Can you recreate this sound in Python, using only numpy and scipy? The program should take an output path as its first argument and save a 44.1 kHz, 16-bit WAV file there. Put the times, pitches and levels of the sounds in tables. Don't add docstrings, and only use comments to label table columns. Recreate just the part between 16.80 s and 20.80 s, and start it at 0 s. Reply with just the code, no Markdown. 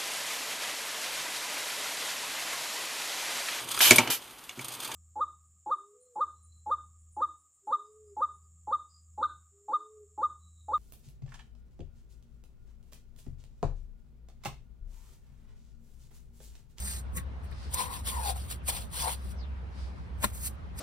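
import sys
import numpy as np
from scipy import signal
from scipy.fft import rfft, irfft, next_fast_len
from scipy.io import wavfile
from scipy.ndimage import uniform_filter1d, map_coordinates

SR = 44100
rng = np.random.default_rng(int(sys.argv[2]) if len(sys.argv) > 2 else 0)


def to_wav(s):
    ch = np.atleast_2d(s).T
    pcm = np.round(np.clip(ch, -1, 1) * 32767)
    wavfile.write(sys.argv[1], SR, pcm.astype(np.int16))


N = 176400
TIME = np.arange(N) / SR


def amp(db):
    return 10 ** (np.asarray(db) / 20)


def unit(x):
    return x / np.sqrt(np.mean(x ** 2) + 1e-20)


def along(points, hz):
    freqs, values = np.transpose(points)
    return np.interp(np.log(hz + 1), np.log(freqs + 1), values)


def stroke(rows):
    times, db = np.transpose(rows)[:2]
    return amp(np.interp(TIME, times, db, left=-140, right=-140))


def wobble(rate):
    knots = rng.standard_normal(int(N * rate / SR) + 4)
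    return unit(map_coordinates(knots, [TIME * rate]))


def filtered(x, response):
    size = next_fast_len(N + SR // 2)
    return irfft(rfft(x, size) * response(np.fft.rfftfreq(size, 1 / SR)), size)[..., :N]


def coloured(x, spectrum):
    return unit(filtered(x, lambda hz: amp(along(spectrum, hz))))


def burst(at, rise, fall):
    return np.exp(np.minimum((TIME - at) / rise, (at - TIME) / fall))


def ring(at, hz, rise, fall):
    return burst(at, rise, fall) * np.sin(2 * np.pi * hz * (TIME - at) + rng.uniform(0, 2 * np.pi))


def patchy(x, depth_db):
    spectra = signal.stft(x, nperseg=512)[2]
    patches = uniform_filter1d(rng.standard_normal(spectra.shape[-2:]), size=3, axis=0)
    patches = uniform_filter1d(patches, size=6, axis=1)
    return signal.istft(spectra * amp(depth_db * unit(patches)), nperseg=512)[1][..., :N]


def sand(spectrum, per_s, size_spread_db, hiss, patchy_db):
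    hits = rng.random(N) < per_s / SR
    grains = hits * rng.standard_normal(N) * amp(size_spread_db * rng.standard_normal(N))
    return coloured(patchy(unit(grains) + hiss * rng.standard_normal(N), patchy_db), spectrum)


def resonance(hz, width_hz):
    phase = 2 * np.pi * np.cumsum(np.broadcast_to(hz, N)) / SR
    a, b = filtered(rng.standard_normal((2, N)), lambda f: 1 / (1 + 1j * f / width_hz) ** 2)
    return unit(a * np.cos(phase) + b * np.sin(phase))


# (frequency [Hz], level [dB])
REFLECTIONS = [(150, 2.5), (1000, -19), (2200, -5), (4500, 3), (8000, -22.5), (15000, -57)]
REFLECTION_DELAY_S, LEFT_LAG_S = .003, .000216


def placed(x, phase, balance):
    def direct_path(hz):
        sides = np.array([[.5], [-.5]])
        left_lead = along(phase, hz) - 2 * np.pi * hz * LEFT_LAG_S
        return amp(along(balance, hz) * sides) * np.exp(1j * left_lead * sides)

    def reflected_path(hz):
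        return amp(along(REFLECTIONS, hz)) * np.exp(-2j * np.pi * hz * REFLECTION_DELAY_S)

    spectra = signal.stft(x, nperseg=256)[2]
    random_phase = np.exp(2j * np.pi * rng.random((2, *spectra.shape)))
    diffuse = signal.istft(spectra * random_phase, nperseg=256)[1][:, :N]
    return filtered(x, direct_path) + np.sqrt(2) * filtered(diffuse, reflected_path)


# (frequency [Hz], left lead on top of the lag [rad])
WALL_PHASE = [(100, 0), (1100, 0.018), (2000, 1.38), (3300, 1.21), (5000, 1.1), (7000, .05), (15000, 0.087)]
# (frequency [Hz], left minus right [dB])
WALL_BALANCE = [(200, 0), (1000, 10.5), (3000, -1), (8000, 0)]


def at_wall(x):
    return placed(x, WALL_PHASE, WALL_BALANCE)


# (time [s], relative level [dB])
WALL_STROKES = [
    [(0.0, -41), (0.012, -48), (0.076, -41), (0.148, -43), (0.196, -50), (0.236, -77), (0.29, -92)],
    [(3.5, -54), (3.516, -64), (3.552, -46.5), (3.59, -52), (3.67, -34.5), (3.72, -68), (3.76, -78.5)],
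    [(3.93, -93), (3.932, -91), (3.992, -42.5), (4.0, -50)],
]
# (singing [dB], treble tilt [dB per octave])
STROKE_COLOURS = [(-3, -1), (-14, 3.5), (-14, -3)]
# (frequency [Hz], level [dB])
WALL_GRIT = [(150, -28.5), (600, -18), (2000, -7), (3300, -10), (4300, -7), (5500, -7), (7000, 0.5),
             (8600, 0.5), (10000, -1), (12000, 1), (14000, -4.5), (15500, -9.5)]
BLADE_HZ, BLADE_WIDTH_HZ = 8550, 320


def smoothing():
    grit = sand(WALL_GRIT, per_s=5000, size_spread_db=1.5, hiss=0.97, patchy_db=2)
    song = resonance(BLADE_HZ, BLADE_WIDTH_HZ)
    out = np.zeros(N)
    for rows, (sing_db, tilt_db) in zip(WALL_STROKES, STROKE_COLOURS):
        hiss = unit(filtered(grit, lambda hz: amp(tilt_db * np.log2(np.maximum(hz / BLADE_HZ, .5)))))
        out += stroke(rows) * unit(hiss + amp(sing_db) * song)
    return amp(3.5 + .6 * wobble(90)) * out


# (frequency [Hz], relative level [dB])
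AIR_SPECTRUM = [(20, -11.5), (45, 3), (62, 5), (78, 7), (100, -2), (150, -7.5), (205, -7.5), (300, -18.5),
                (450, -19.5), (1000, -20.5), (2000, -29), (4000, -38.5), (7000, -50.5), (10000, -53),
                (15500, -67)]
# (frequency [Hz], correlation [-1 to 1])
AIR_LIKENESS = [(30, -0.059), (65, 0.32), (130, 0.93), (250, 0.31), (550, -0.02), (1650, -0.23),
                (5000, 0.22), (15000, -0.19)]
AIR_DB = -42


def open_air():
    def mid_side_gains(hz):
        angle = np.arccos(np.clip(along(AIR_LIKENESS, hz), -1, 1)) / 2
        return np.array([np.cos(angle), np.sin(angle)])

    noise = patchy(rng.standard_normal((2, N)), depth_db=1.72)
    mid, side = filtered(noise, mid_side_gains)
    return amp(AIR_DB) * coloured(np.array([mid + side, mid - side]), AIR_SPECTRUM)


# (time [s], level [dB])
ENGINE_LEVEL = [(0.0, -35.5), (0.02, -39), (0.92, -41.5), (0.99, -50), (1.48, -34.5), (1.82, -48),
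                (1.85, -37), (2.08, -59), (2.1, -42.5), (2.72, -36), (2.87, -45), (3.05, -35.5),
                (3.15, -45), (3.68, -40), (3.73, -55), (4.0, -39)]
ENGINE_HZ = 64.85


def engine():
    shaft = 2 * np.pi * np.cumsum(ENGINE_HZ + 0.79 * wobble(7.02)) / SR
    level = amp(np.interp(TIME, *np.transpose(ENGINE_LEVEL)))
    microphone_phase = np.array([[-.12], [.12]])
    return level * np.sqrt(2) * np.sin(shaft + microphone_phase)


# (time [s], tick level [dB], rise [s], fall [s], thud level [dB])
KNOCKS = [(.372, -33, 0.011, 0.0133, -40.5), (0.647, -60.5, 0.012, 0.016, -64),
          (0.713, -63, 0.0044, 0.013, -55), (.9445, -22, 0.0032, 0.0043, -57),
          (1.274, -44.5, .005, 0.0093, -45.5), (1.888, -27, 0.0053, .012, -44.5)]
# (frequency [Hz], level [dB])
TICK_SPECTRUM = [(150, -14), (500, -12), (2500, -24), (5000, -16.5), (7000, 1), (9000, 2), (11500, 0.5),
                 (15500, -7.5)]
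# (frequency [Hz], level [dB])
CLACK_SPECTRUM = [(150, -4), (500, -6.5), (1000, -6.5), (1800, 7.5), (2800, -8.5), (4200, -5.5),
                  (7000, -32), (15500, -31)]
# (frequency [Hz], level against the thud [dB], fall [s])
RIM_MODES = [(180, 1, 0.022), (499, -9.5, 0.01), (1108, -5.5, 0.031), (2280, -14.5, 0.0102)]


def knocks():
    tick = sand(TICK_SPECTRUM, per_s=4400, size_spread_db=1.5, hiss=1, patchy_db=0)
    clack = sand(CLACK_SPECTRUM, per_s=2500, size_spread_db=3, hiss=.7, patchy_db=4)
    out = np.zeros(N)
    for at, tick_db, rise, fall, thud_db in KNOCKS:
        out += amp(tick_db) * burst(at, rise, fall) * tick
        out += amp(thud_db - 1) * burst(at + 0.0073, rise, fall=0.015) * clack
        out += sum(amp(thud_db + db) * ring(at, hz, rise, decay) for hz, db, decay in RIM_MODES)
    return out


# (time [s], rustle level [dB], width [s], sliding hiss level [dB])
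RUSTLES = [(.74, -65, 0.07, -73), (.85, -55.5, 0.047, -66), (2.42, -65.5, .05, -70),
           (3.021, -58, 0.055, -66.5), (3.2, -68, 0.05, -77)]
# (frequency [Hz], level [dB])
CLOTH_SPECTRUM = [(300, -19), (1500, 1), (3000, -1), (4800, 3), (6500, -8.5), (9500, -7.5), (11000, -22.5),
                  (15500, -23)]
SLIDE_HZ = 4740


def sleeve():
    rustle, slide = np.zeros((2, N))
    for at, rustle_db, width, slide_db in RUSTLES:
        swell = np.exp(-.5 * ((TIME - at) / width) ** 2)
        rustle += amp(rustle_db) * swell
        slide += amp(slide_db) * swell
    cloth = rustle * coloured(rng.standard_normal((2, N)), CLOTH_SPECTRUM)
    hiss = slide * resonance(SLIDE_HZ, width_hz=900)
    return amp(0.76 * wobble(40)) * (cloth + hiss)


# (frequency [Hz], left lead on top of the lag [rad])
HEAP_PHASE = [(100, 0.5), (400, 3), (860, 2.5), (1210, 3.5), (1600, 5), (2500, 9), (3800, 13.5),
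              (5000, 13.5), (7000, 12.5), (15000, 12.5)]
# (frequency [Hz], left minus right [dB])
HEAP_BALANCE = [(200, 15), (700, 15), (1300, 5), (2400, 6.5), (4400, 6), (8100, -2), (15000, 1)]


def at_heap(x):
    return placed(x, HEAP_PHASE, HEAP_BALANCE)


# (time [s], relative level [dB])
HEAP_PUSHES = [
    [(0.89, -74), (0.932, -46), (0.944, -38.5), (0.958, -45), (1.0, -34), (1.088, -53.5), (1.144, -43),
     (1.206, -54), (1.23, -65)],
    [(1.23, -65.5), (1.276, -33.5), (1.304, -41.5), (1.354, -47), (1.428, -47), (1.454, -39),
     (1.504, -36.5), (1.54, -57.5)],
    [(1.54, -62), (1.562, -50), (1.676, -57.5), (1.712, -40.5), (1.722, -40), (1.81, -88)],
    [(1.82, -87), (1.884, -33.5), (1.9, -33), (1.914, -44), (1.974, -40), (2.004, -50.5), (2.022, -48),
     (2.09, -74)],
    [(2.09, -74), (2.138, -43), (2.222, -35.5), (2.262, -41.5), (2.33, -38.5), (2.364, -59.5), (2.41, -71)],
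    [(2.41, -71), (2.448, -59), (2.478, -61.5), (2.504, -56.5), (2.518, -56.5), (2.566, -82.5), (2.58, -83)],
]
# (frequency [Hz], level [dB])
HEAP_GRIT = [(150, -14), (450, -9), (800, -7.5), (1500, 0.5), (2300, -3.5), (3500, 0), (5000, -3.5),
             (6500, -2.5), (8000, 3), (9300, 5), (11000, 4.5), (13000, -3), (15500, -3)]


def digging():
    force = np.max([stroke(rows) for rows in HEAP_PUSHES], axis=0)
    grit = sand(HEAP_GRIT, per_s=3500, size_spread_db=1, hiss=0.93, patchy_db=3)
    return amp(3.5 + 0.48 * wobble(110)) * force * grit


# (time [s], relative level [dB], pitch [Hz])
HOLLOWS = [
    [(.92, -56, 1050), (.945, -43.5, 1037), (.98, -42, 1033), (1.01, -33, 1020), (1.05, -43.5, 995),
     (1.09, -44, 1021), (1.13, -42.5, 1043), (1.21, -55.5, 956)],
    [(1.25, -60, 1150), (1.28, -50, 1100), (1.35, -41, 1020), (1.42, -41.5, 894), (1.47, -40, 817.5),
     (1.505, -38.5, 735), (1.54, -54, 764), (1.565, -48, 756), (1.6, -72, 740)],
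    [(1.87, -82, 801), (1.89, -40, 803), (1.92, -52.5, 803), (1.96, -46.5, 776), (2.03, -65.5, 782)],
    [(2.13, -52, 1100), (2.19, -50, 1047), (2.24, -38, 929), (2.285, -33.5, 859), (2.31, -43.5, 934),
     (2.335, -47, 990), (2.36, -62, 1000)],
]
# (frequency [multiple of pitch], relative width [ratio], level [dB])
HOLLOW_MODES = [(.8, 0.14, -11), (1, 0.11, 1.5), (1.85, .18, -9.5)]
HOLLOW_SPREAD = [0.7, 0.62, 2.1, 1.3]
# (frequency [Hz], width [Hz], level [dB])
HEAP_MODES = [(509, 32, -13.5), (1040, 50, -7), (1427, 130, -16.5)]


def hollows():
    steady = sum(amp(db) * resonance(hz, width) for hz, width, db in HEAP_MODES)
    out = np.zeros(N)
    for rows, spread in zip(HOLLOWS, HOLLOW_SPREAD):
        times, _, hz = np.transpose(rows)
        pitch = np.interp(TIME, times, hz)
        gap = sum(amp(db) * resonance(ratio * pitch, ratio * hz.mean() * width * spread)
                  for ratio, width, db in HOLLOW_MODES)
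        out += stroke(rows) * (steady + gap)
    return amp(-3) * out


# (time [s], level [dB], pitch [Hz])
SWISHES = [
    [(1.78, -73, 3230), (1.82, -63, 2750), (1.85, -71, 2500)],
    [(2.55, -82, 6200), (2.61, -55.5, 4720), (2.66, -61, 3200), (2.70, -68.5, 2600), (2.76, -66.5, 2144),
     (2.8, -72, 1900)],
]


def swishes():
    out = np.zeros((2, N))
    for rows in SWISHES:
        times, _, hz = np.transpose(rows)
        pitch = np.interp(TIME, times, hz)
        out += stroke(rows) * np.array([resonance(pitch, width_hz=420) for _ in range(2)])
    return amp(2 * wobble(45)) * out


# (frequency [Hz], level [dB])
SPATTER_SPECTRUM = [(150, -4.5), (400, -2.5), (1200, -0.5), (2500, -1.5), (5000, -12), (8000, 2),
                    (10000, -3.5), (12000, -1), (15500, -10)]
# (frequency [Hz], level [dB], fall [s])
PIT_MODES = [(600, -28.5, 0.0048), (965, -28.5, 0.0025), (1047, -21, 0.0042), (1375, -29, 0.0076),
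             (1880, -35, 0.0061), (2060, -37.5, 0.0089), (2540, -41, 0.004), (3700, -36, 0.0056),
             (4170, -34, 0.0054)]
SLAP_S, SLAP_RISE_S = 3.4432, 0.0025
THUMP_HZ, THUMP_DB, THUMP_LAG_S = 197, -29.5, .012


def slap():
    splash = amp(-25) * burst(SLAP_S, rise=0.007, fall=0.0051)
    tail = amp(-35.5) * burst(SLAP_S, rise=0.015, fall=0.026)
    spatter = sand(SPATTER_SPECTRUM, per_s=2600, size_spread_db=-0.5, hiss=1.3, patchy_db=1.5)
    pop = sum(amp(db) * ring(SLAP_S, hz, SLAP_RISE_S, fall) for hz, db, fall in PIT_MODES)
    thump = amp(THUMP_DB) * ring(SLAP_S + THUMP_LAG_S, THUMP_HZ, rise=0.0063, fall=0.008)
    return (splash + tail) * spatter + pop + thump


def scene():
    wall = at_wall(smoothing() + knocks() + slap())
    heap = at_heap(digging() + hollows())
    return wall + open_air() + engine() + sleeve() + heap + swishes()


TOP_HZ, EDGE_HZ = 15850, 300


def record(dry):
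    return filtered(dry, lambda hz: np.clip((TOP_HZ - hz) / EDGE_HZ + .5, 0, 1))


dry = scene()
out = record(dry)
to_wav(out)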